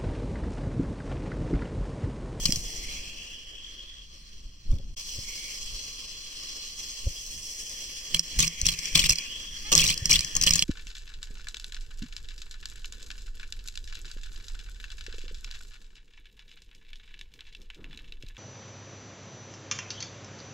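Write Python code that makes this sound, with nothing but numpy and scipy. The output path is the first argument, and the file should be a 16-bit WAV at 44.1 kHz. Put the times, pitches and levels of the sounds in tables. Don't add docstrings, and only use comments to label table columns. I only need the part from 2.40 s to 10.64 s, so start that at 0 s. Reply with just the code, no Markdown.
import sys
import numpy as np
from scipy import signal
from scipy.fft import rfft, irfft
from scipy.io import wavfile
from scipy.ndimage import uniform_filter1d

SR = 44100
rng = np.random.default_rng(int(sys.argv[2]) if len(sys.argv) > 2 else 0)


def wav_record(signal):
    frames = np.transpose(np.atleast_2d(signal))
    bounded = np.clip(frames, -1, 1)
    quanta = np.round(bounded * 32767).astype(np.int16)
    wavfile.write(sys.argv[1], SR, quanta)


N = 363384
SECOND_SLIDE_S = 2.557


def gain_of(db):
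    return 10 ** (np.asarray(db) / 20)


def unit_rms(x):
    return x / np.sqrt(np.mean(x ** 2) + 1e-20)


def slow_noise(length, span):
    return unit_rms(uniform_filter1d(rng.standard_normal(length), span))


def bell(t, centre_s, half_width_s):
    return np.exp(-((t - centre_s) / half_width_s) ** 2)


def curve_at(points, hz):
    points_hz, values = np.transpose(points)
    return np.interp(np.log(hz + 1), np.log(points_hz), values)


def peaks_db(modes, hz):
    return sum(db / (1 + (2 * (hz - centre_hz) / width_hz) ** 2) for centre_hz, width_hz, db in modes)


def add(mix, start_s, sound):
    part = mix[max(round(start_s * SR), 0):][:len(sound)]
    part += sound[:len(part)]


# centre in Hz, width in Hz, height in dB.
CASE_MODES = [(551, 114, 10), (1138, 154, 13), (3303, 173, 12.5), (3650, 610, -13.5), (4223, 180, 9.5),
              (5887, 1580, 8.5), (7740, 1160, 6.5), (9270, 430, 7)]
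WALL_MODES = [(166.7, 19, 11.5), (304, 63, 7)]


def case_response(spectrum, taps=4096):
    hz = np.fft.rfftfreq(2 * taps, 1 / SR)
    colour_db = curve_at(spectrum, hz) + peaks_db(CASE_MODES + WALL_MODES, hz)
    cepstrum = irfft(colour_db * np.log(10) / 20)
    cepstrum[1:taps] *= 2
    cepstrum[taps:] = 0
    response = irfft(np.exp(rfft(cepstrum)))[:taps]
    return response / np.linalg.norm(response)


# frequency in Hz, phase in radians.
PORT_LAG_RAD = [(100, 0.061), (330, 0.49), (560, 1.7), (900, 1.49), (1450, 2.81), (1950, 0.82), (2800, 1.2),
                (3300, 1.17), (3750, 1.92), (4200, 1.8), (4800, 2.06), (5600, 0.26), (6800, 2.54),
                (7800, 0.9), (9500, 1.75), (10900, 1.7), (12500, 1.6)]


def ports(sides, far_db=-4.5):
    half_turn = np.exp(.5j * curve_at(PORT_LAG_RAD, np.fft.rfftfreq(N, 1 / SR)))
    near = rfft(sides)
    return irfft(near * half_turn + gain_of(far_db) * near[::-1] / half_turn, N)


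# frequency in Hz, relative density in dB.
WIND_SPECTRUM = [(8, 1), (22, 1), (38, -2.5), (60, -10), (100, -20), (200, -25), (400, -40), (900, -55.5),
                 (3000, -70)]
# centre in seconds, relative peak in dB, half width in seconds.
WIND_GUSTS = [(.07, -36.5, 0.21), (.47, -43, 0.28), (1.3, -59, 0.63), (2.0, -47.5, .12), (2.34, -31, 0.055),
              (2.48, -39, 0.1), (2.8, -45, 0.14), (3.298, -41.5, 0.096), (4.671, -31, 0.032),
              (4.95, -46, 0.085), (7.4, -44, 0.41)]


def wind(gain_db=3.0, breeze_db=-53, apart_db=-18, shove_db=-37):
    colour = gain_of(curve_at(WIND_SPECTRUM, np.fft.rfftfreq(N, 1 / SR)))
    common, apart = unit_rms(irfft(rfft(rng.standard_normal((2, N))) * colour, N))
    common /= np.sqrt(uniform_filter1d(common ** 2, size=6000))
    t = np.arange(0, N + 256, 256) / SR
    shoves = [(start + 0.075 * length, shove_db, 0.67 * length) for start, length, _, _ in SHEETS]
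    gust_power = sum((gain_of(db) * bell(t, s, width)) ** 2 for s, db, width in WIND_GUSTS + shoves)
    strength = np.interp(np.arange(N) / SR, t, np.sqrt(gain_of(breeze_db) ** 2 + gust_power))
    return gain_of(gain_db) * strength * (common + gain_of(apart_db) * np.array([apart, -apart]))


# centre in seconds, push peak in dB,
# push half width in seconds, knock level in dB.
CASE_PUSHES = [(0.094, -19.5, 0.0013, -40.5), (.133, -28, 0.0013, -59), (.172, -29, 0.0018, -50),
               (2.062, -32, 0.0075, -70), (2.312, -14, 0.012, -57), (2.335, -20, .003, -46),
               (2.4, -39, 0.0019, -48), (2.789, -30.5, 0.0027, -49.5), (4.673, -17, 0.0036, -37.5),
               (5.985, -25, 0.0057, -62), (6.234, -23.5, 0.0041, -57), (6.709, -23.5, 0.0043, -60),
               (7.627, -24, 0.0027, -51)]


def bumps(knock_hz=545, knock_s=0.0055, rattle_db=-3):
    out, t = np.zeros(N), np.arange(-SR // 20, SR // 10) / SR
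    dull = signal.butter(4, 500, fs=SR, output="sos")
    for centre_s, push_db, push_s, knock_db in CASE_PUSHES:
        push = (1 - (t / push_s) ** 2) * np.exp(-.5 * (t / push_s) ** 2)
        rattle = gain_of(rattle_db) * unit_rms(signal.sosfilt(dull, rng.standard_normal(len(t))))
        knock = np.exp(-abs(t) / knock_s) * (np.sin(2 * np.pi * knock_hz * t) + rattle)
        add(out, centre_s + t[0], gain_of(push_db) * push + gain_of(knock_db) * knock)
    return out


def backwash(level_db=-51, fade_db_per_s=14, band_hz=(200, 650), lumpy_db=3):
    band = signal.butter(2, band_hz, "bandpass", fs=SR, output="sos")
    lumps = gain_of(lumpy_db * slow_noise(N, 1500))
    churn = unit_rms(signal.sosfilt(band, rng.standard_normal((2, N)) * lumps))
    return churn * gain_of(level_db - fade_db_per_s * np.arange(N) / SR)


def squeak(case, start_s=7.235, length_s=.085, from_hz=400, to_hz=458, level_db=-41):
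    out, hz = np.zeros((2, N)), np.linspace(from_hz, to_hz, round(length_s * SR))
    turns = np.cumsum(hz) / SR
    slips = sum(np.cos(2 * np.pi * k * turns) / k for k in range(2, 11))
    rub = unit_rms(signal.fftconvolve(slips, case)[:len(hz)])
    add(out[1], start_s, gain_of(level_db) * rub * signal.windows.tukey(len(hz), .7))
    return out


def patter(per_s, spread_db):
    sizes = gain_of(spread_db * np.minimum(rng.exponential(1, (2, N)), 4))
    return unit_rms(sizes * rng.choice([-1, 1], (2, N)) * (rng.random((2, N)) < per_s / SR))


# start and end in seconds, first pitch in Hz, rise in Hz per second, height in dB, width in Hz.
WATER_FILMS = [(.18, 1.725, 1850, 1330, 11, 600), (2.78, 3.2, 2190, 160, 18, 240),
               (5.9, 6.9, 2210, 150, 14, 450), (6.76, 7.22, 2180, 5370, 10.5, 600),
               (7.48, 8.4, 1790, 40, 8, 300)]


def films_db(hz, t, drained_hz=3400, fade_s=0.12):
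    colour_db = 0
    for start_s, end_s, first_hz, rise_hz_per_s, height_db, width_hz in WATER_FILMS:
        presence = np.clip(np.minimum(t - start_s, end_s - t) / fade_s, 0, 1)
        centre_hz = np.minimum(first_hz + rise_hz_per_s * np.maximum(t - start_s, 0), drained_hz)
        colour_db += peaks_db([(centre_hz, width_hz, height_db * presence)], hz)
    return colour_db


# frequency in Hz, relative density in dB.
THIN_SPECTRUM = [(150.0, -14.5), (300.0, -10.5), (800.0, -26.5), (1500.0, -11.5), (2200.0, -14.5),
                 (3000.0, -1.5), (5000.0, -8.5), (6300.0, -16.5), (8000.0, -26), (10500.0, -31.5),
                 (15700.0, -30)]
DEEP_SPECTRUM = [(150.0, -13.5), (300.0, -11.5), (800.0, -17), (1500.0, -19), (2200.0, -9.5), (3000.0, 2),
                 (5000.0, 2.5), (6300.0, -2), (8000.0, -9.5), (10500.0, -12), (15700.0, -13)]
# centre in Hz, width in Hz, change in dB.
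SOAKED_MODES = [(1200, 67, 0), (1340, 740, -6), (1757, 300, 6.5), (4190, 1260, -8)]
# time in seconds, flow depth from 0 to 1, case wetness from 0 to 1.
WATER_STATE = [(.2, 1, 0.8), (.55, 0.53, 0.27), (1.15, 0.03, 1), (1.45, 0, .5), (1.8, 0.32, 0),
               (2.5, 0.18, 0), (2.6, 0.85, 0.44), (3.9, .45, 0), (4.4, 0.64, 0.18), (5.1, 0.9, .85),
               (5.6, 0.49, 0.85), (6.5, 0.52, 0.85), (6.95, 0.26, 1), (8.24, 0.3, 1)]
# centre in seconds, change in dB, half width in seconds.
FLOW_SWELLS = [(.53, 3.5, 0.083), (1.36, 4, 0.2), (3.05, 2, 0.27), (3.8, -1.5, 0.3), (5.82, -8, 0.009),
               (6.462, 6.5, 0.066), (6.95, 2.5, 0.14)]


def flume_hiss(first_db=-37.33, thinning_db_per_s=9, second_db=-41.33, patchy_db=2.1, flicker_db=1.29):
    hz, t, fizz = signal.stft(patter(per_s=11000, spread_db=3.0), SR, nperseg=512, noverlap=384)
    flow_db = np.where(t < SECOND_SLIDE_S, first_db - thinning_db_per_s * t, second_db)
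    flow_db += sum(db * bell(t, s, width) for s, db, width in FLOW_SWELLS)
    state_s, depths, wetnesses = np.transpose(WATER_STATE)
    depth, wetness = np.interp(t, state_s, depths), np.interp(t, state_s, wetnesses)
    bin_hz = hz[:, None]
    water_db = depth * curve_at(DEEP_SPECTRUM, bin_hz) + (1 - depth) * curve_at(THIN_SPECTRUM, bin_hz)
    case_db = peaks_db(CASE_MODES, bin_hz) + wetness * peaks_db(SOAKED_MODES, bin_hz)
    colour = gain_of(water_db + case_db + films_db(bin_hz, t))
    hiss_band = (hz > 2000) & (hz < 9000)
    colour /= np.sqrt((colour[hiss_band] ** 2).sum(0) / len(hz))
    patches = uniform_filter1d(rng.standard_normal(fizz.shape), size=7, axis=1)
    patches = unit_rms(uniform_filter1d(patches, size=16, axis=2))
    level_db = flow_db + patchy_db * patches + flicker_db * slow_noise(len(t), 8)
    return signal.istft(fizz * colour * gain_of(level_db), nperseg=512, noverlap=384)[1][:, :N]


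def bubbles(low_hz=2300, high_hz=6800, pitches=24, per_pitch_per_s=24, cycles=9, glide=3.4, tries=400):
    out, t = np.zeros((2, N)), np.arange(SR // 30) / SR
    for hz in np.geomspace(low_hz, high_hz, pitches):
        age = hz * t / cycles
        ring = (1 - np.exp(-4 * age)) * np.exp(-age) * np.sin(2 * np.pi * hz * t * (1 + glide * t))
        for when, side, size, chance in rng.random((tries, 4)):
            if chance < per_pitch_per_s * N / SR / tries:
                add(out[round(side)], when * N / SR, size ** 2 * ring)
    return unit_rms(out)


# start and length in seconds, relative spray level in dB, slap level in dB.
SHEETS = [(0.062, 0.049, -35, -49), (.12, 0.092, -48, -55), (2.305, 0.063, -50, -58),
          (5.741, .036, -27, -43), (5.989, 0.09, -22.5, -38), (6.25, 0.1, -27.5, -49),
          (6.55, 0.084, -20, -29.5), (6.638, 0.042, -21.5, -51), (6.69, 0.046, -19.5, -59),
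          (7.318, .028, -19.5, -21.5), (7.359, .075, -18, -40), (7.434, 0.11, -21.5, -36),
          (7.695, .072, -16.5, -33), (7.768, 0.074, -31, -62), (7.955, 0.053, -48, -40),
          (8.014, 0.06, -27, -59), (8.064, 0.031, -19, -34.5), (8.103, 0.12, -28, -53)]
SHEET_FADE_DB = -6


def spray(case, hail_db=-4.5, edge_s=0.0037, clump_db=4.0, bubbles_db=-7):
    force = np.zeros(N)
    for start_s, length_s, spray_db, _ in SHEETS:
        add(force, start_s, gain_of(spray_db + np.linspace(0, SHEET_FADE_DB, round(length_s * SR))))
    force = uniform_filter1d(force, round(edge_s * SR))
    clumps = gain_of(clump_db * slow_noise(N, 260))
    hail = unit_rms(patter(per_s=3000, spread_db=5) * clumps)
    spatter = signal.oaconvolve(hail * force, case[None], axes=1)[:, :N]
    return gain_of(hail_db) * spatter + gain_of(bubbles_db) * force * bubbles()


# frequency in Hz, relative density in dB.
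SLAP_SPECTRUM = [(40, -32), (90, 3), (300, 1), (600, -5), (1200, -0.5), (2000, -15.5), (5000, -47)]


def slaps(rise_s=0.002, decay_s=0.027):
    out, t = np.zeros((2, N)), np.arange(SR // 5) / SR
    hollow = case_response(SLAP_SPECTRUM)
    for start_s, _, _, slap_db in SHEETS:
        churn = rng.standard_normal(len(t)) * (1 - np.exp(-t / rise_s)) * np.exp(-t / decay_s)
        add(out[rng.integers(2)], start_s, gain_of(slap_db) * signal.fftconvolve(churn, hollow))
    return out


def stray_drops(offset_db=-3, spread_db=4, low_hz=3100, high_hz=5700, scatter=0.094, cycles=12, count=3):
    rows = []
    for start_s, length_s, spray_db, _ in SHEETS:
        for k, (when, size, kind, detune) in enumerate(rng.random((count, 4))):
            age = (k + when) / count
            db = spray_db + SHEET_FADE_DB * age + offset_db + spread_db * (2 * size - 1)
            hz = (low_hz if kind < .5 else high_hz) * (1 + scatter * (2 * detune - 1))
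            rows.append((start_s + age * length_s, db, hz, cycles / hz))
    return rows


# start in seconds, relative level in dB, bubble pitch in Hz, base decay time in seconds.
LARGE_DROPS = [(0.0545, -13.5, 4510, 0.0043), (.105, -27, 5530, .001), (0.1228, -18, 5180, 0.00093),
               (0.159, -24, 5800, 0.00062), (2.315, -46.5, 5370, .002), (2.385, -47, 3400, 0.0022),
               (5.2963, -38, 6100, .0005), (5.745, -13.5, 3080, 0.0017), (5.7938, -15, 5450, 0.0015),
               (5.9943, -17, 6170, 0.0092), (6.0025, -14, 6600, .0038), (6.0266, -22, 6100, .0028),
               (6.0785, -21, 5880, 0.0026), (6.2145, -20, 6080, 0.0014), (6.2558, -21.5, 5740, 0.00081),
               (6.266, -13, 5770, 0.0014), (6.2875, -16.5, 3200, .0048), (6.389, -26, 5750, .0025),
               (6.4567, -26, 5940, .0011), (6.5534, -9, 3320, .0043), (6.592, -12.5, 2990, .0068),
               (6.6402, -22, 2480, 0.0012), (6.6595, -20.5, 3100, 0.0035), (6.6942, -10.5, 5140, 0.0034),
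               (6.705, -15, 6200, 0.0018), (6.756, -25.5, 5000, 0.0049), (6.785, -23, 4770, 0.0035),
               (7.326, -12.5, 6100, 0.0077), (7.3518, -8.5, 6500, 0.0016), (7.3783, -9.5, 5760, 0.001),
               (7.3949, -14, 2950, 0.015), (7.4772, -18.5, 5810, 0.0019), (7.491, -17.5, 2900, 0.018),
               (7.577, -26, 5200, 0.0011), (7.6567, -16, 5760, 0.00083), (7.7111, -10, 5810, .0055),
               (7.7283, -11.5, 5460, 0.0046), (7.736, -16, 3160, 0.01), (7.756, -15, 3370, 0.0048),
               (7.7918, -18.5, 4570, 0.0014), (7.807, -23.5, 5860, 0.0013), (7.847, -24.5, 6120, 0.0012),
               (7.9526, -21, 6370, .0023), (7.965, -15.5, 6430, 0.0033), (8.0129, -17, 5840, 0.0018),
               (8.024, -19, 5920, .0015), (8.036, -14.5, 5500, 0.003), (8.0721, -12, 2950, 0.0083),
               (8.1075, -13, 5450, 0.002), (8.135, -13.5, 6500, 0.004), (8.156, -15.5, 6560, 0.0035),
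               (8.1928, -15, 5200, 0.0014), (8.2237, -14.5, 3090, .0014)]


def drops(case, gain_db=1, rise_s=.0007, bubble_db=-3.0, bubble_life=0.52, glide=4,
          splat_life=0.99, mist_db=-24, mist_s=0.013, crater_width_hz=1100):
    out, t = np.zeros((2, N)), np.arange(SR // 8) / SR
    onset = 1 - np.exp(-(t / rise_s) ** 2)
    for start_s, db, hz, decay_s in LARGE_DROPS + stray_drops():
        burst = onset * (np.exp(-t / (splat_life * decay_s)) + gain_of(mist_db) * np.exp(-t / mist_s))
        splat = signal.fftconvolve(burst * rng.standard_normal(len(t)), case)[:len(t)]
        crater = signal.lfilter(*signal.iirpeak(hz, hz / crater_width_hz, SR), splat)
        bubble = onset * np.exp(-t / (bubble_life * decay_s)) * np.sin(2 * np.pi * hz * t * (1 + glide * t))
        drop = unit_rms(0.4 * splat + crater) + gain_of(bubble_db) * unit_rms(bubble)
        drop *= np.sqrt(.005 * SR) / np.linalg.norm(drop)
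        add(out[rng.integers(2)], start_s - rise_s / 2, gain_of(db + gain_db) * drop)
    return out


# frequency in Hz, relative density in dB.
DROPLET_SPECTRUM = [(150.0, 1), (300.0, -17), (800.0, -23), (1500.0, -15), (2200.0, -6), (3000.0, -2.9),
                    (5000.0, -3), (6300.0, -9), (8000.0, -9.5), (10500.0, -14.5), (15700.0, -14)]


def scene():
    case = case_response(DROPLET_SPECTRUM)
    water = flume_hiss() + spray(case) + drops(case) + slaps() + squeak(case) + backwash()
    return ports(water) + wind() + bumps()


def record(dry, dip_s=0.011, cutoff_hz=15950):
    dip = 1 - np.exp(-((np.arange(N) / SR - SECOND_SLIDE_S) / dip_s) ** 4)
    low_pass = signal.firwin(511, cutoff_hz, window=("kaiser", 9), fs=SR)
    return signal.oaconvolve(np.tanh(dry * dip), low_pass[None], "same", axes=1)


dry = scene()
out = record(dry)
wav_record(out)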